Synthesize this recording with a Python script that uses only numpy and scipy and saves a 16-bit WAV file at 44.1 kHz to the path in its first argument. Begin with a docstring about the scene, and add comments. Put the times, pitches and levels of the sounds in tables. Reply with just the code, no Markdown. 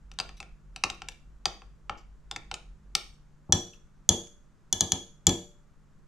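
"""A low rumble of room air and a faint hum run throughout, as filtered noise and wavering sine tones.
First a metal spoon stirs a little liquid in a hand-held glass jug: strokes swell a low shudder and rumble,
while clinks and grazes ring damped glass modes. The spoon is lifted out and the jug shifts on the worktop.
Then six clean taps on the rim, the last with a rebound, ring spoon and glass and thump the wooden worktop.
A small kitchen answers each blow with a bounce and a diffuse tail, heard from an arm's length."""
import sys
import numpy as np
from scipy import signal
from scipy.fft import rfft, irfft
from scipy.io import wavfile

SR = 44100
rng = np.random.default_rng(int(sys.argv[2]) if len(sys.argv) > 2 else 0)


def wav_record(signal):
    """Record a signal, one row per channel, as 16-bit PCM in the file named by sys.argv[1]."""
    frames = np.transpose(np.atleast_2d(signal))
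    bounded = np.clip(frames, -1, 1)
    # unit amplitude maps onto the largest positive 16-bit level
    quanta = np.round(bounded * 32767).astype(np.int16)
    wavfile.write(sys.argv[1], SR, quanta)


N = 267687
TIME = np.arange(N) / SR
RING_TIME = TIME[:SR // 2]
LEFT_RIGHT = np.array([[1], [-1]])  # side signal: opposite sign in the two channels

# colour of the room air: f/Hz, relative level/dB
AIR_SPECTRUM = [(25, -0.5), (45, -3.5), (65, -15), (160, -14), (300, -23.5), (700, -33), (1300, -30.5),
                (2500, -42.5), (4500, -47), (7000, -44.5), (10000, -55.5), (13000, -59), (16000, -81.5)]
# hum of an appliance, mean strength: f/Hz, level/dB
HUM_TONES = [(149, -66.5), (199, -72.5)]
# kitchen reverberation before the wet level: f/Hz, relative level/dB, t60/s
ROOM_BANDS = [(80, -9, 0.39), (322, 13, 0.28), (890, 5.5, 0.28), (2840, -1, 0.38), (6840, -10, 0.39),
              (9900, -2, 0.4), (15100, -9.5, 0.41)]
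# colour of the stirring rumble: f/Hz, relative level/dB
STIR_COLOUR = [(20, -9), (45, 1), (70, -11.5), (100, -16), (200, -33.5), (500, -36.5), (1500, -49.5),
               (6000, -61), (15000, -89)]
# worktop under the jug, before small random shifts: f/Hz, relative level/dB, t60/s
BOARD_MODES = [(49, -7, 0.083), (76, -12, 0.219), (96, -2, 0.16), (153, 0, 0.09), (184, -2, 0.18),
               (215, -3, 0.045), (255, -6, 0.081), (334, -9, 0.22), (363, -17, 0.4), (416, -12, 0.061),
               (468, -22, 0.364), (518, -13, 0.09), (586, -23, 0.6), (654, -20, 0.166), (698, -13, 0.112),
               (794, -8, 0.067)]
# jug wall and spoon bowl, damped by the liquid, before random shifts: f/Hz, relative level/dB, t60/s
GLASS_MODES = [(785, -3, .04), (1080, -2, .02), (1330, -3, .025), (1800, -9, .012), (2300, -3, .014),
               (2740, 0, .014), (3100, -4, .012), (3740, -1, .01), (4250, -3, .008), (4750, -1, .012),
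               (5550, -2, .009), (6150, -1, .01), (6800, -6, .008), (7300, -12, .03), (8100, -8, .008),
               (11500, -14, .006)]
# spoon and rim ringing in the air, before small random shifts: f/Hz, relative level/dB, t60/s
RIM_RESONANCES = [(756, -12, 0.012), (958, -30, 0.036), (1260, -26, 0.018), (1698, -40, 0.3),
                  (1766, -30, 0.029), (2311, -29, 0.027), (3005, -28, 0.071), (3351, -15, 0.063),
                  (3412, -14, 0.038), (3666, -15, 0.011), (4164, -18, 0.04), (4585, -16, 0.022),
                  (4780, -20, 0.02), (5183, -28, 0.031), (5819, -16, 0.055), (6015, -10, 0.019),
                  (6349, 0, 0.008), (6683, 0, 0.012), (7087, -11, 0.02), (7377, -9, 0.018),
                  (7638, -9, 0.007), (9609, -25, 0.02), (9970, -16, 0.007), (10446, -15, 0.007),
                  (11109, -22, 0.012), (11904, -22, 0.004), (13094, -29, 0.004)]
# light grazes of the spoon, dry: t/s, level/dB, decay time of the slips/s
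GRAZE_EVENTS = [(0.137, -66, 0.0034), (0.209, -45, 0.0028), (0.369, -59.5, 0.02), (0.945, -60, 0.0044),
                (1.119, -58, 0.003), (1.975, -59.5, 0.025), (3.734, -56.5, 0.013), (4.27, -61.5, 0.0029)]
# spoon against the wall while stirring, dry: t/s, favoured f/Hz, level/dB, brightness/(dB per octave)
KNOCK_EVENTS = [(0.1153, 1130, -53.5, 1.3), (0.1876, 3800, -35, 1.2), (0.1998, 4750, -32, 1),
                (0.291, 1750, -52, -2.1), (0.402, 4490, -43.5, 0.1), (0.4274, 2310, -52, -1.5),
                (0.7609, 1360, -43, 2), (0.8372, 1080, -24.5, -.3), (0.9, 3740, -36.5, 1),
                (1.0187, 3470, -44, -2.5), (1.0859, 7300, -40, 4.5), (1.4553, 5550, -26, .8),
                (1.6188, 1090, -59.5, -7), (1.8952, 1330, -39, -7.5), (2.312, 3700, -37.5, 1),
                (2.3612, 3680, -38.5, 0.3), (2.5134, 1315, -38.5, -2.5), (2.5407, 7300, -38.5, 3.5),
                (2.9512, 5100, -25, 5)]
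# register borders of a knock: f/Hz
KNOCK_BORDERS = [600, 2000, 5000, 9000, 14000]
# balance of a knock's registers from low to top: relative level/dB
KNOCK_BALANCE = [-4, 0, -7, -28]
# spoon on the rim, the last one a rebound, dry:
# t/s, favoured f/Hz, level/dB, brightness/(dB per octave), worktop level/dB
TAP_EVENTS = [(3.5233, 5870, -15, -1.5, -28.5), (4.0907, 6750, -16, 1.6, -30),
              (4.7268, 6570, -22.5, 0.95, -42), (4.8074, 6700, -20, 0.5, -35.5),
              (4.9196, 6560, -21, -0.25, -36), (5.268, 6980, -16.5, .5, -25.5),
              (5.292, 5960, -26, -3.5, -35)]
# register borders of a tap: f/Hz
TAP_BORDERS = [600, 2500, 5200, 8500, 14000]
# balance of a tap's registers from low to top: relative level/dB
TAP_BALANCE = [-17, -5.5, -0.5, -14]

AIR_DB = -57
# the stirring arm shakes the worktop with every stroke, until the spoon is lifted out
STROKES_PER_S, STIR_END_S, STIR_RELEASE_S = 5.0, 3.1, 0.11
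SHUDDER_HZ, SHUDDER_DRIFT_HZ, SHUDDER_DB = 46.2, 1.7, -50  # level at the height of a stroke
RUMBLE_DB, RUMBLE_SIDE_DB = -57.5, -7.5  # at the height of a stroke; side relative to middle
RUMBLE_SWELL = .5  # share of the rumble that follows the strokes
PIVOT_HZ = 3000  # brightness tilts the registers about this point
CHATTER_DB, CHATTER_S = -12, .012  # the spoon skids on after a knock: level under the blow, decay time
# a firm, dull knock moves the jug most: dB for a 0 dB knock, dB per dB of level, dB lost per dB/octave
THUD_DB, THUD_GROWTH, THUD_LOSS = -26, 0.84, 1.1
KNOCK_WORKTOP_DB = -1  # thump of the worktop relative to the thud of the jug
WORKTOP_UPPER_DB, WORKTOP_HARDNESS = -9, 2.2  # upper board register; its gain in dB per dB/octave
BUMP_S, BUMP_DB = 3.488, -38.5  # the jug shifts on the worktop just before the first tap
TOP_HZ = 15800


def undb(db):
    """Decibels to gain."""
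    return 10 ** (np.asarray(db) / 20)


def rms(x):
    """Root mean square."""
    return np.sqrt(np.mean(x ** 2))


def band(x, lo, hi, order=3):
    """Causal band-pass."""
    sos = signal.butter(order, [lo, min(hi, .45 * SR)], "band", fs=SR, output="sos")
    return signal.sosfilt(sos, x)


def add(track, s, sound):
    """Mix a sound into a track at time s."""
    start = int(s * SR)
    track[start:start + len(sound)] += sound[:N - start]


def noise(spectrum):
    """Noise of unit RMS, coloured by (Hz, dB) points joined along log frequency."""
    hz, db = np.transpose(spectrum)
    f = np.fft.rfftfreq(N, 1 / SR) + 1  # the 1 Hz offset avoids log(0)
    colour = undb(np.interp(np.log(f), np.log(hz), db))
    x = irfft(rfft(rng.standard_normal(N)) * colour, N)
    return x / rms(x)


def wide_noise(spectrum, side_db):
    """Stereo noise: a shared middle and a weaker, independent side."""
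    return noise(spectrum) + undb(side_db) * noise(spectrum) * LEFT_RIGHT


def decay(t60):
    """Exponential fade that loses 60 dB in t60 seconds."""
    return np.exp(-np.log(1000) * RING_TIME / t60)


def swell(rise_s):
    """The gradual start of a blow."""
    return 1 - np.exp(-RING_TIME / rise_s)


def ring(modes, scatter_db, detune, favoured_hz=1, favour_db=0, reach=0.023):
    """Decaying modes; contact favours one region, and level, pitch and phase vary from mode to mode."""
    hz, db, t60 = np.transpose(modes)
    size, shift, phase = rng.standard_normal((3, len(hz), 1))
    db = db + favour_db * np.exp(-(np.log(hz / favoured_hz) / reach) ** 2)
    strength = undb(db[:, None] + scatter_db * size)
    shifted_hz = hz[:, None] * (1 + detune * shift)
    waves = np.sin(2 * np.pi * (shifted_hz * RING_TIME + phase))
    return np.sum(strength * waves * decay(t60[:, None]), axis=0)


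def crack(t60):
    """The burst of dense, short vibrations at a contact."""
    return rng.standard_normal(len(RING_TIME)) * decay(t60)


def skid(length):
    """A dying cluster of tiny slips, with unit energy."""
    slips = rng.standard_normal(len(RING_TIME)) ** 3 * np.exp(-RING_TIME / length)
    return slips / np.linalg.norm(slips)


def skid_over(sound, length):
    """Every tiny slip of a skid sets off the sound again."""
    return signal.fftconvolve(skid(length), sound)[:len(RING_TIME)]


def registers(edges, balance, db, brightness):
    """Levels of a blow's registers: the harder the contact, the more they tilt towards the treble."""
    centres = np.sqrt(np.multiply(edges[:-1], edges[1:]))
    return db + np.array(balance) + brightness * np.log2(centres / PIVOT_HZ)


def voice(blow, edges, levels, span=.012):
    """Give each register of a blow its RMS strength over the first `span` seconds."""
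    out = np.zeros(len(blow))
    for lo, hi, db in zip(edges, edges[1:], levels):
        part = band(blow, lo, hi, order=4)
        out += undb(db) * part / rms(part[:int(span * SR)])
    return out


def background():
    """Soft room air, nearly the same on both sides, and the slowly wavering hum of an appliance."""
    air = wide_noise(AIR_SPECTRUM, side_db=-7)
    waver = 1 + 0.37 * noise([(1, 3.5), (5, -9.0), (20, -62), (100, -120)])
    hum = sum(undb(db) * np.sqrt(2) * np.sin(2 * np.pi * hz * TIME) for hz, db in HUM_TONES)
    return undb(AIR_DB) * air + waver * hum


def kitchen(x, wet_db, pan_db):
    """Direct sound with a bounce off the worktop, and the diffuse room: noise that decays band by band."""
    hz, db, t60 = np.transpose(ROOM_BANDS)
    edges = np.geomspace(50, 16000, 13)
    tail = np.zeros((2, len(RING_TIME)))
    for lo, hi in zip(edges, edges[1:]):
        log_centre = np.log(lo * hi) / 2
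        mid, side = band(rng.standard_normal((2, len(RING_TIME))), lo, hi)
        width = min(hi / 2200, .7)  # long waves reach both channels alike
        fade = decay(np.interp(log_centre, np.log(hz), t60))
        level = undb(np.interp(log_centre, np.log(hz), db))
        tail += level * fade * (mid + width * side * LEFT_RIGHT)
    tail *= swell(rise_s=.005) * undb(wet_db) / np.sqrt(SR / 30)
    near = x + .25 * np.interp(TIME - .0023, TIME, x)  # the late copy is the bounce
    lag = np.exp(-2j * np.pi * np.fft.rfftfreq(N, 1 / SR) * 1.5e-5)  # the left hears it a moment later
    left = undb(pan_db / 2) * irfft(rfft(near) * lag, N)
    right = undb(-pan_db / 2) * near
    return np.array([left, right]) + signal.fftconvolve(x[None], tail, axes=1)[:, :N]


def stirring():
    """The jug rocks under the moving hand: a low shudder and a rumble swell with each stroke, then die away."""
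    stroke = np.abs(np.sin(np.pi * STROKES_PER_S * TIME))
    effort = np.exp(-np.maximum(TIME - STIR_END_S, 0) / STIR_RELEASE_S)
    hz = SHUDDER_HZ + SHUDDER_DRIFT_HZ * noise([(5, 0), (20, -40), (100, -120)])
    shudder = undb(SHUDDER_DB) * np.sqrt(2) * np.sin(2 * np.pi * np.cumsum(hz) / SR)
    rumble = undb(RUMBLE_DB) * wide_noise(STIR_COLOUR, RUMBLE_SIDE_DB)
    rumble_swell = 1 + RUMBLE_SWELL * (stroke - 1)
    return effort * (stroke * shudder + rumble_swell * rumble)


def thump(db, brightness=0):
    """A push on the jug sets the wooden worktop ringing; the heavy board takes a moment to move."""
    board = ring(BOARD_MODES, scatter_db=1, detune=.003)
    dense = undb(2.5) * band(crack(t60=0.24), 110, 900, order=2)
    wood = (board + dense) * swell(rise_s=0.0071)
    upper_db = db + WORKTOP_UPPER_DB + WORKTOP_HARDNESS * brightness
    return voice(wood, [40, 280, 1200], [db, upper_db], span=.05)


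def grazes():
    """The spoon's edge skids over the glass: a cluster of tiny slips rings the wall."""
    out = np.zeros(N)
    for s, db, length in GRAZE_EVENTS:
        wall = ring(GLASS_MODES, scatter_db=4.5, detune=0.05) + undb(3.5) * crack(t60=0.0029)
        add(out, s, voice(skid_over(wall, length), [1800, 12000], [db]))
    return out


def knocks():
    """Dull, short clinks of the spoon under the liquid, each with a skid and a small thud of jug and worktop."""
    clinks, thumps = np.zeros((2, N))
    for s, hz, db, brightness in KNOCK_EVENTS:
        # the depth of the spoon and the grip change the pitch from knock to knock
        wall = ring(GLASS_MODES, scatter_db=2, detune=.03, favoured_hz=hz, favour_db=7)
        dense = undb(4) * band(crack(t60=.016), 500, 8000, order=1)
        blow = (wall + dense) * swell(rise_s=.0003)
        blow = blow + undb(CHATTER_DB) * skid_over(blow, CHATTER_S)
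        levels = registers(KNOCK_BORDERS, KNOCK_BALANCE, db, brightness)
        add(clinks, s, voice(blow, KNOCK_BORDERS, levels))
        thud_db = THUD_DB + THUD_GROWTH * db - THUD_LOSS * brightness
        thud = band(crack(t60=0.12), 300, 750, order=2) * swell(rise_s=0.0027)
        add(clinks, s, voice(thud, [130, 1000], [thud_db], span=0.035))
        add(thumps, s, thump(thud_db + KNOCK_WORKTOP_DB))
    return clinks, thumps


def taps():
    """Bright clinks ring rim and spoon; each blow, and the jug's shift before, thumps the worktop."""
    clinks, thumps = np.zeros((2, N))
    add(thumps, BUMP_S, thump(BUMP_DB))
    for s, hz, db, brightness, thump_db in TAP_EVENTS:
        rim = ring(RIM_RESONANCES, scatter_db=1.5, detune=.001, favoured_hz=hz, favour_db=8, reach=.04)
        blow = (rim + undb(-16) * crack(t60=.012)) * swell(rise_s=.0005)
        levels = registers(TAP_BORDERS, TAP_BALANCE, db, brightness)
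        add(clinks, s, voice(blow, TAP_BORDERS, levels))
        add(thumps, s, thump(thump_db, brightness))
    return clinks, thumps


def scene():
    """Blows inside the jug, on the rim and in the worktop each excite the kitchen, over stirring and room."""
    wall_clinks, wall_thumps = knocks()
    rim_clinks, rim_thumps = taps()
    inside = kitchen(wall_clinks + grazes(), wet_db=-8.5, pan_db=1.5)
    rim = kitchen(rim_clinks, wet_db=-5, pan_db=2.5)
    worktop = kitchen(wall_thumps + rim_thumps, wet_db=-9.5, pan_db=0.85)
    return background() + stirring() + worktop + inside + rim


def record(dry):
    """Clip the peaks at full scale, then cut the top steeply."""
    low_pass = signal.ellip(8, .2, 70, TOP_HZ, fs=SR, output="sos")
    return signal.sosfilt(low_pass, np.clip(dry, -1, 1))


dry = scene()
out = record(dry)
wav_record(out)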